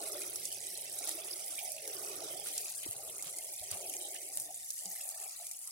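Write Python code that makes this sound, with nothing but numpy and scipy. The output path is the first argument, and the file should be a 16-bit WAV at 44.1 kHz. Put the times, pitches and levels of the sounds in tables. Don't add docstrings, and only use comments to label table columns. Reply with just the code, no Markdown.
import sys
import numpy as np
from scipy import signal
from scipy.fft import rfft, irfft, next_fast_len
from scipy.io import wavfile
from scipy.ndimage import uniform_filter1d, map_coordinates

SR = 44100
rng = np.random.default_rng(int(sys.argv[2]) if len(sys.argv) > 2 else 0)


def write(x):
    x = np.atleast_2d(x).T
    wavfile.write(sys.argv[1], SR, np.round(np.clip(x, -1, 1) * 32767).astype(np.int16))


N = 251811
TIME = np.arange(N) / SR
TOP_HZ = 15950

# (time [s], left minus right [dB], right side's lead [ms])
DIRECTION = [(0, 1.5, 0.0073), (1.5, 1, 0.019), (2.6, 1, 0.034), (3.1, -2, -0.1), (4.2, -1.5, -0.11),
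             (4.6, -0.5, -0.16), (5.7, 0, -0.12)]
# (time [s], relative level [dB])
WATER_ON_ROCK = [(0.0, -40), (0.45, -41), (0.9, -42), (1.05, -38.5), (1.2, -41.5), (1.65, -39),
                 (1.8, -45.5), (1.95, -40), (2.3, -42), (2.55, -39), (3.01, -43), (3.91, -41.5),
                 (4.26, -43), (4.41, -40.5), (4.51, -45), (4.91, -40.5), (5.61, -45), (5.71, -44)]
# (frequency [Hz], likeness [1 = same, -1 or less = opposite])
LIKENESS = [(50, 1), (300, 0.88), (750, 0.81), (1050, -0.47), (1300, -0.069), (1700, -.1), (2200, 0.44),
            (3200, -0.26), (6000, -0.19), (15000, -1.25)]


def spatter(burst_s=.0045, echo_s=.049, count=2600, size=600):
    out, t, f = np.zeros((2, N)), np.arange(size) / SR, np.fft.rfftfreq(size, 1 / SR)
    when, pitch, weight, length = rng.random((count, 4)).T
    sign, chance, grain = rng.random((3, count, size), dtype=np.float32)
    droplets = np.sign(sign - .5) * (chance < .56) * gain_of(-2 * np.log(grain + .041))
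    droplets[:, 0] = 2.1
    shower = rfft(unit_level(droplets * np.exp(-t / (burst_s * (.5 + length[:, None])))))
    echo = rng.standard_normal((2, count, size), dtype=np.float32) * np.exp(-t / echo_s)
    echo = paired(rfft(unit_level(echo)), f)
    hz = 2000 * 7 ** (pitch[:, None] ** .8)
    angle = np.exp(.92j * rng.standard_normal((count, 1)))
    spectra = (np.array([shower, shower * angle]) + gain_of(-6) * echo) * band(f, hz, octaves=.46)
    strength = gain_of(-1.4 * np.log(weight + .36))
    drops = np.roll(irfft(spectra, size), size // 16, axis=2) * strength[:, None]
    for k in range(count):
        add(out, when[k] * N / SR, drops[:, k])
    mist = gain_of(-3.5) * rng.standard_normal((2, N))
    spray = shifting_echoes(spray_tone(unit_level(out) + mist), depth_db=1.7, frames=20, bins=6)
    return steadied(spray, size=9000) * gain_of(curve(WATER_ON_ROCK, column=1) - 2.5)


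def slaps(tick_cycles=1.4, shower_s=.003, late_spray_s=.01, size=2048):
    # (time [s], relative tick level [dB], pitch [Hz], relative shower level [dB])
    big_drops = [(0.1203, -31, 10100, -38), (0.218, -29, 8240, -38), (0.3585, -26, 8260, -36.5),
                 (0.454, -22, 7700, -34.5), (0.517, -30, 10300, -48), (0.5267, -30, 9200, -37.5),
                 (0.669, -22, 9900, -40), (0.775, -22, 9300, -40.5), (0.8177, -25, 10700, -50),
                 (0.988, -23, 10600, -36.5), (1.041, -25, 6660, -43.5), (1.074, -28, 10600, -36),
                 (1.0923, -16, 10500, -37), (1.719, -24, 10700, -36.5), (1.877, -26, 10700, -37.5),
                 (2.486, -24, 10600, -38), (2.5794, -18.5, 7900, -33), (2.7235, -25, 10000, -59),
                 (2.9112, -17.5, 9300, -53), (3.2248, -26, 9100, -37.5), (3.3857, -23, 8800, -38.5),
                 (3.714, -20.5, 8700, -37), (3.772, -28, 10700, -44), (3.8977, -23, 10800, -39),
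                 (3.938, -27, 8700, -39.5), (3.9673, -22, 7000, -52), (4.015, -25, 8700, -50),
                 (4.3732, -12.5, 10100, -40), (4.3991, -23, 10000, -35.5), (4.4187, -30, 8640, -56),
                 (4.705, -18, 7640, -41.5), (4.7906, -27, 8680, -50), (4.836, -27, 8600, -54),
                 (4.8569, -24, 7100, -42), (5.0902, -19.5, 9650, -43), (5.468, -31, 9000, -40),
                 (5.5128, -22.5, 9400, -39), (5.6744, -27.5, 9200, -43)]
    out, t = np.zeros((2, N)), np.arange(size) / SR
    for s, tick_db, hz, shower_db in big_drops:
        age = t * hz / tick_cycles
        lag = np.array([[0], [.85 * rng.standard_normal()]])
        tick = age * np.exp(1 - age) * np.sin(2 * np.pi * (hz * t + rng.random()) + lag)
        shower_hz = hz * 2 ** -.067
        noise = rng.standard_normal((2, size))
        droplets = filtered(noise, lambda f: band(f, shower_hz, .64) / np.hypot(1, (f / 12500) ** 5))
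        fade = np.exp(-t / shower_s) + gain_of(-10) * np.exp(-t / late_spray_s)
        shower = unit_level(droplets) * fade
        add(out, s, gain_of(tick_db - 1.5) * tick + gain_of(shower_db + 2.5) * shower)
    return out


def splashes(grain_db=3, size=16384):
    # (time [s], length [s], level [dB], middle pitch [Hz], pitch range [octaves])
    lumps = [(0.461, 0.011, -60, 5000, .35), (1.043, 0.097, -44.5, 4500, 0.52),
             (1.304, 0.014, -41, 4900, 0.11), (1.329, .012, -41, 4930, 0.13),
             (1.588, 0.0071, -41, 3820, .6), (2.431, 0.09, -48.5, 3420, 0.85),
             (2.548, 0.08, -49, 3560, 0.73), (2.825, 0.031, -48.5, 2810, .5),
             (3.078, 0.035, -53, 3320, 0.19), (3.214, 0.1, -50, 4200, 1), (3.582, 0.021, -50.5, 3950, 0.23),
             (3.685, 0.081, -49, 3400, 1), (3.987, 0.12, -53.5, 3820, 0.081),
             (4.135, 0.044, -55, 2780, 0.51), (3.895, 0.012, -53, 4520, 0.36), (4.368, 0.018, -48, 3920, 1),
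             (4.69, 0.013, -54, 5500, 0.38), (4.854, 0.027, -71, 3000, .7)]
    out, t, f = np.zeros((2, N)), np.arange(size) / SR, np.fft.rfftfreq(size, 1 / SR)
    for s, length_s, db, hz, octaves in lumps:
        grains = rng.standard_normal((2, size)) * (rng.random(size) < .05)
        grains *= gain_of(grain_db * np.minimum(rng.exponential(1, size), 3))
        rush = unit_level(irfft(rfft(grains) * band(f, hz, octaves), size))
        swell = np.sin(np.pi * np.minimum(t / length_s, 1))
        add(out, s, gain_of(db) * rush * swell)
    return out


def pings():
    ring = bubble_crowd(middle_hz=8500, octaves=.35, spread_db=4, cycles=5, count=1500)
    return spray_tone(ring) * gain_of(curve(WATER_ON_ROCK, column=1) - 8)


def trickle():
    # (frequency [Hz], relative level [dB])
    tone = [(1000, -57), (1600, -10), (1900, -0.5), (2350, -1), (2800, -.5), (3500, 1), (4200, 1.5),
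            (5000, 6.5), (6000, 11.5), (8000, -6)]
    # (time [s], level [dB])
    patter = [(0, -53.5), (.5, -54.5), (1.1, -53), (1.4, -55.5), (2.4, -53.5), (2.75, -54), (3.03, -61),
              (3.2, -60), (3.55, -56), (3.75, -54), (4.25, -56), (4.45, -63.5), (4.62, -60.5),
              (4.85, -59.5), (5.2, -56.5), (5.45, -59), (5.58, -67), (5.71, -60.5)]
    ring = bubble_crowd(middle_hz=3204, octaves=.6, spread_db=3, cycles=11, count=3800)
    ring = stone_echoes(with_tone(ring, tone), echo_db=-6, decay_s=.012)
    ring = shifting_echoes(ring, depth_db=3, frames=70, bins=6)
    return steadied(ring) * gain_of(curve(patter, column=1))


def plunge():
    # (time [s], weight of the big bubbles [dB], relative level [dB])
    surges = [(0.0, 6, -45.5), (0.2, 7, -50), (0.45, 2, -56.5), (0.85, -4.5, -55), (1.15, 5.5, -51),
              (1.4, -1, -51.5), (1.78, -15, -60.5), (1.87, 4.5, -49), (2.3, 4.5, -50), (2.6, -2, -53.5),
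              (2.72, -15.5, -61.5), (2.96, 0.5, -55), (3.46, -5.5, -56.5), (3.6, -12, -62.5),
              (3.76, 2, -50.5), (4.1, 4, -53.5), (4.46, -2.5, -57.5), (4.62, -15, -64), (4.77, -14, -77),
              (4.83, -1.5, -59.5), (5.02, -17.5, -59.5), (5.26, -20, -54.5), (5.36, -11, -72),
              (5.45, -19.5, -63), (5.71, -29, -72.5)]
    # (frequency [Hz], relative level [dB])
    hollow = [(150, -23), (250, -8), (310, 0), (390, 1.5), (490, -8), (640, -1), (780, 3), (950, -0.5),
              (1500, -30)]
    weight = curve(surges, column=1)
    hz = 560 * 2 ** (-.015 * weight)
    octaves = np.maximum(.398 + .011 * weight, .27)
    level_db = curve(surges, column=2) + .14 * np.maximum(weight, 0) - 7
    ring = bubble_crowd(hz, octaves, spread_db=1.8, cycles=4.5, count=1800)
    ring = steadied(with_tone(ring, hollow), size=2500)
    f, t, noise = signal.stft(rng.standard_normal((2, N)), SR, nperseg=1024)
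    shape = band(f[:, None], np.interp(t, TIME, hz), .79 * np.interp(t, TIME, octaves))
    churn = signal.istft(paired(noise, f[:, None]) * shape, nperseg=1024)[1][:, :N]
    churn = gain_of(-.5) * steadied(with_tone(churn, hollow), size=2500)
    return shifting_echoes(ring + churn, depth_db=1.7, frames=30, bins=3) * gain_of(level_db)


def plinks(cycles=7):
    # (time [s], level [dB], pitch [Hz])
    single_bubbles = [(.018, -34, 4700), (.151, -37.5, 597), (.218, -37, 2450), (.517, -36.5, 3100),
                      (1.029, -39, 2240), (1.584, -30.5, 2350), (1.781, -36.5, 2630), (2.217, -38, 658),
                      (2.459, -43, 1410), (2.657, -39, 2480), (3.192, -40.5, 2100), (3.419, -41, 2800),
                      (3.938, -40, 2380), (4.15, -43, 1800), (4.961, -42, 2010), (5.006, -40, 2650)]
    out = np.zeros((2, N))
    for s, db, hz in single_bubbles:
        add(out, s, gain_of(db) * bubble(hz, cycles, rng.random(), lag=1))
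        for late, step, turn in rng.random((4, 3)):
            smaller = bubble(hz * 2 ** (.6 * step), cycles, turn, lag=1)
            add(out, s + .015 * late, gain_of(db - 11) * smaller)
    return stone_echoes(out, echo_db=-6, decay_s=.028)


def glugs(bubbles_per_s=220, octaves=.084, size=12000):
    # (time [s], length [s], level [dB], first pitch [Hz], last pitch [Hz])
    runs = [(1.074, 0.026, -53, 816, 860), (1.165, 0.041, -52.5, 620, 650), (1.595, 0.13, -54, 764, 616),
            (1.724, 0.084, -54.5, 605, 592), (1.814, 0.087, -56, 634, 420), (2.02, .15, -57.5, 408, 390),
            (3.053, 0.055, -61, 740, 578), (3.615, 0.012, -55, 637, 689), (3.74, 0.032, -57.5, 816, 750),
            (4.481, 0.03, -52, 680, 715), (4.822, .12, -62.5, 782, 767), (5.384, 0.051, -58, 750, 650)]
    out, t = np.zeros((2, N)), np.arange(size) / SR
    for s, length_s, db, first_hz, last_hz in runs:
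        run = np.zeros((2, size))
        for age in np.arange(0, length_s, 1 / bubbles_per_s):
            hz = first_hz + (last_hz - first_hz) * age / length_s
            hz *= 2 ** (octaves * rng.standard_normal())
            swell = np.sqrt(np.sin(np.pi * age / length_s))
            add(run, age, swell * bubble(hz, cycles=6, turn=rng.random(), lag=.44))
        add(out, s, gain_of(db) * run / run[:, t < length_s].std())
    return out


def slosh(upright_hz=1339, tilted_hz=1148):
    # (time [s], relative level [dB])
    flurries = [(0.0, -58), (0.01, -60), (0.29, -63), (0.63, -95), (0.67, -73), (0.76, -94), (1.06, -60),
                (1.43, -69.5), (1.49, -84), (1.51, -60.5), (1.64, -90), (1.73, -84), (1.81, -89),
                (1.96, -60.5), (2.29, -61.5), (2.43, -80), (2.46, -62), (2.53, -76), (2.62, -82),
                (2.64, -62.5), (2.72, -72.5), (3.28, -64.5), (3.45, -85), (3.69, -85), (3.72, -59),
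                (3.85, -77), (4.17, -81), (4.31, -89), (4.33, -72), (4.53, -86.5), (5.26, -67), (5.61, -81),
                (5.69, -67), (5.71, -77)]
    hz = upright_hz + tilt() * (tilted_hz - upright_hz)
    ring = bubble_crowd(hz, octaves=.33, spread_db=1.5, cycles=9, count=3000)
    ring = filtered(ring, lambda f: band(f, hz=1250, octaves=.28))
    return steadied(ring, size=3000) * gain_of(curve(flurries, column=1) + 1)


def bumps(size=12000):
    # (time [s], level [dB], pitch [Hz], time to the peak [s], left minus right [dB])
    knocks = [(2.169, -66, 118, 0.016, -2), (2.862, -39, 316, 0.002, -13), (2.883, -53, 113, 0.0072, -16),
              (2.955, -60, 131, 0.0069, -16), (3.261, -60, 160, 0.0077, -10), (3.605, -64, 81, 0.014, -25),
              (3.712, -60.5, 94, 0.011, -34), (3.737, -63, 173, 0.014, -18), (4.85, -57, 187, 0.017, -8)]
    out, t = np.zeros((2, N)), np.arange(size) / SR
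    for s, db, hz, rise_s, side_db in knocks:
        rustle = unit_level(filtered(rng.standard_normal((2, size)), lambda f: band(f, hz, octaves=1)))
        knock = np.sin(2 * np.pi * hz * t) + gain_of(-11) * rustle
        swell = t / rise_s * np.exp(1 - t / rise_s)
        add(out, s, gain_of(db) * balance(side_db) * knock * swell)
    return out


def rumble_and_pump():
    # (frequency [Hz], relative level [dB])
    air_tone = [(20, -33), (35, -19), (58, 3.5), (90, -0.5), (122, 8), (150, 0), (182, 2), (230, -7.5),
                (300, -4.5), (500, -29), (1300, -23), (5000, -26)]
    # (pitch [Hz], relative level [dB])
    pump_notes = [(121, -88.5), (181, -82.5), (300, -82.5)]
    # (time [s], gain [dB])
    swells = [(0, -1), (.6, 3), (1.2, -3.5), (1.7, -2.5), (2.05, -1), (2.3, 5), (2.7, -5.5), (3.1, 1.5),
              (3.45, -6.5), (3.9, -1.5), (4.2, -10.5), (4.4, 2), (4.7, -10), (5.0, -11), (5.7, -14.5)]
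    size = next_fast_len(N)
    spectra = paired(rfft(rng.standard_normal((2, size))), np.fft.rfftfreq(size, 1 / SR))
    rumble = gain_of(-72.5) * with_tone(irfft(spectra, size)[:, :N], air_tone)
    hum = sum(gain_of(db) * np.sqrt(2) * np.sin(2 * np.pi * (hz * TIME + rng.random()))
              for hz, db in pump_notes)
    return (rumble + hum) * gain_of(curve(swells, column=1)) * balance(-11)


def bubble(hz, cycles, turn, lag, climb=.008):
    age = np.arange(0, 4, hz / cycles / SR)
    phase = 2 * np.pi * (cycles * (age + climb * age ** 2 / 2) + turn) + np.array([[0], [lag]])
    return np.sin(phase) * np.exp(-age) * (1 - np.exp(-age * cycles / 2))


def bubble_crowd(middle_hz, octaves, spread_db, cycles, count):
    out = np.zeros((2, N))
    when, softness, turn = rng.random((3, count))
    pitch, side = rng.standard_normal((2, count))
    at = (when * N).astype(int)
    octaves_away = (octaves * np.ones(N))[at] * pitch
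    hz = np.minimum((middle_hz * np.ones(N))[at] * 2 ** octaves_away, TOP_HZ)
    same = look_up(LIKENESS, hz)
    lag = side * np.sqrt(-2 * np.log(np.clip(abs(same), .02, 1))) + np.pi * (same < 0)
    gain = gain_of(-spread_db * np.log(softness + .03))
    for k in range(count):
        add(out, at[k] / SR, gain[k] * bubble(hz[k], cycles, turn[k], lag[k]))
    return out


def stone_echoes(x, echo_db, decay_s, size=4000, count=6):
    out, t, hop = x.copy(), np.arange(size) / SR, N // count + 1
    for k in range(count + 1):
        echoes = rng.standard_normal((2, size)) * (rng.random((2, size)) < .1)
        echoes *= np.exp(-t / decay_s) * (t > .001)
        echoes = irfft(paired(rfft(echoes), np.fft.rfftfreq(size, 1 / SR)), size)
        echoes /= np.linalg.norm(echoes[0])
        at = np.arange(max((k - 1) * hop, 0), min((k + 1) * hop, N))
        part = x[:, at] * np.cos(np.pi / 2 * (at / hop - k))
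        add(out, at[0] / SR, gain_of(echo_db) * signal.fftconvolve(part, echoes, axes=1))
    return out


def shifting_echoes(x, depth_db, frames, bins):
    spectra = signal.stft(x, nperseg=512)[2]
    patches = rng.standard_normal(spectra.shape)
    for width, axis in (frames // 2, 2), (frames // 5, 2), (bins, 1), (bins // 2, 1):
        patches = uniform_filter1d(patches, width, axis)
    drift = gain_of(depth_db * unit_level(patches + patches.mean(0)))
    return signal.istft(spectra * drift, nperseg=512)[1][:, :N]


def spray_tone(x):
    # (frequency [Hz], relative level [dB])
    upright = [(900, -45), (1600, -24), (2250, -11), (2800, -19), (3500, -15), (4200, -20), (4700, -8.5),
               (5700, -7), (7200, -9.5), (8100, -3), (8700, -3.5), (9250, -1.5), (9700, -3), (10450, 0),
               (11300, -4.5), (12300, -8.5), (16000, -8)]
    # (frequency [Hz], relative level [dB])
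    tilted = [(900, -60), (1550, -33), (1900, -5), (2400, -8), (3100, -20.5), (4200, -5), (5300, -0.5),
              (6400, 3), (8800, 8.5), (10500, 9.5), (13000, 3), (16000, 1.5)]
    return (1 - tilt()) * with_tone(x, upright) + tilt() * with_tone(x, tilted)


def tilt(start_s=2.4, end_s=2.7):
    return np.clip((TIME - start_s) / (end_s - start_s), 0, 1)


def arrival_gap(x):
    lead = curve(DIRECTION, column=2) * SR / 1000
    return np.array([x[0], map_coordinates(x[1], [np.arange(N) + lead], order=4)])


def balance(db):
    return gain_of(db * np.array([[.5], [-.5]]))


def paired(spectra, hz):
    same = np.clip(look_up(LIKENESS, hz), -1, 1)
    return np.array([spectra[0], same * spectra[0] + np.sqrt(1 - same ** 2) * spectra[1]])


def shared_out(x, table):
    return filtered(x, lambda f: np.sqrt(2 / (1 + gain_of(look_up(table, f) * np.array([[-2], [2]])))))


def steadied(x, size=8000):
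    power = uniform_filter1d(uniform_filter1d((x ** 2).mean(0), size), size // 2)
    return x / np.sqrt(abs(power) + 1e-9)


def with_tone(x, table):
    return unit_level(filtered(x, lambda f: gain_of(look_up(table, f))))


def filtered(x, gain):
    size = next_fast_len(x.shape[-1])
    return irfft(rfft(x, size) * gain(np.fft.rfftfreq(size, 1 / SR)), size)[..., :x.shape[-1]]


def band(f, hz, octaves):
    return np.exp(-.5 * ((np.log2(f + 1) - np.log2(hz)) / octaves) ** 2)


def look_up(table, hz):
    f, value = np.transpose(table)
    return np.interp(np.log(hz + 1), np.log(f + 1), value)


def curve(table, column):
    columns = np.transpose(table)
    return np.interp(TIME, columns[0], columns[column])


def add(mix, s, sound):
    part = mix[:, max(round(s * SR), 0):][:, :sound.shape[1]]
    part += sound[:, :part.shape[1]]


def unit_level(x):
    return x / np.sqrt(np.mean(x ** 2) + 1e-20)


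def gain_of(db):
    return 10 ** (np.asarray(db) / 20)


def scene():
    on_rock = arrival_gap(spatter() + slaps()) + splashes()
    in_pool = pings() + trickle() + plinks() + slosh() + glugs() + plunge()
    return balance(curve(DIRECTION, column=1)) * (on_rock + in_pool) + bumps() + rumble_and_pump()


def record(dry):
    # (frequency [Hz], left minus right [dB])
    upright = [(50, 7), (130, 8.5), (350, 1), (520, 2), (700, -9), (950, -22), (1150, 6.5), (1380, -5),
               (1650, 20), (2000, 6), (2400, -11), (2800, -4), (3300, -8), (3700, 2), (4150, 13),
               (4700, -7.5), (5400, -7), (6500, -3), (8000, -7.5), (10500, -3), (13000, -1.5)]
    # (frequency [Hz], left minus right [dB])
    tilted = [(50, -1), (130, 6), (350, 4), (560, 5.5), (800, -0.5), (1080, -3.5), (1350, 0), (1600, 1),
              (2000, 1.5), (2500, -2), (3500, 0), (5000, 1.5), (8500, -1.5), (10500, 2.5), (13000, 3)]
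    heard = (1 - tilt()) * shared_out(dry, upright) + tilt() * shared_out(dry, tilted)
    lowpass = signal.firwin(511, TOP_HZ, window=("kaiser", 9), fs=SR)
    return signal.oaconvolve(heard, lowpass[None], "same")


dry = scene()
out = record(dry)
write(out)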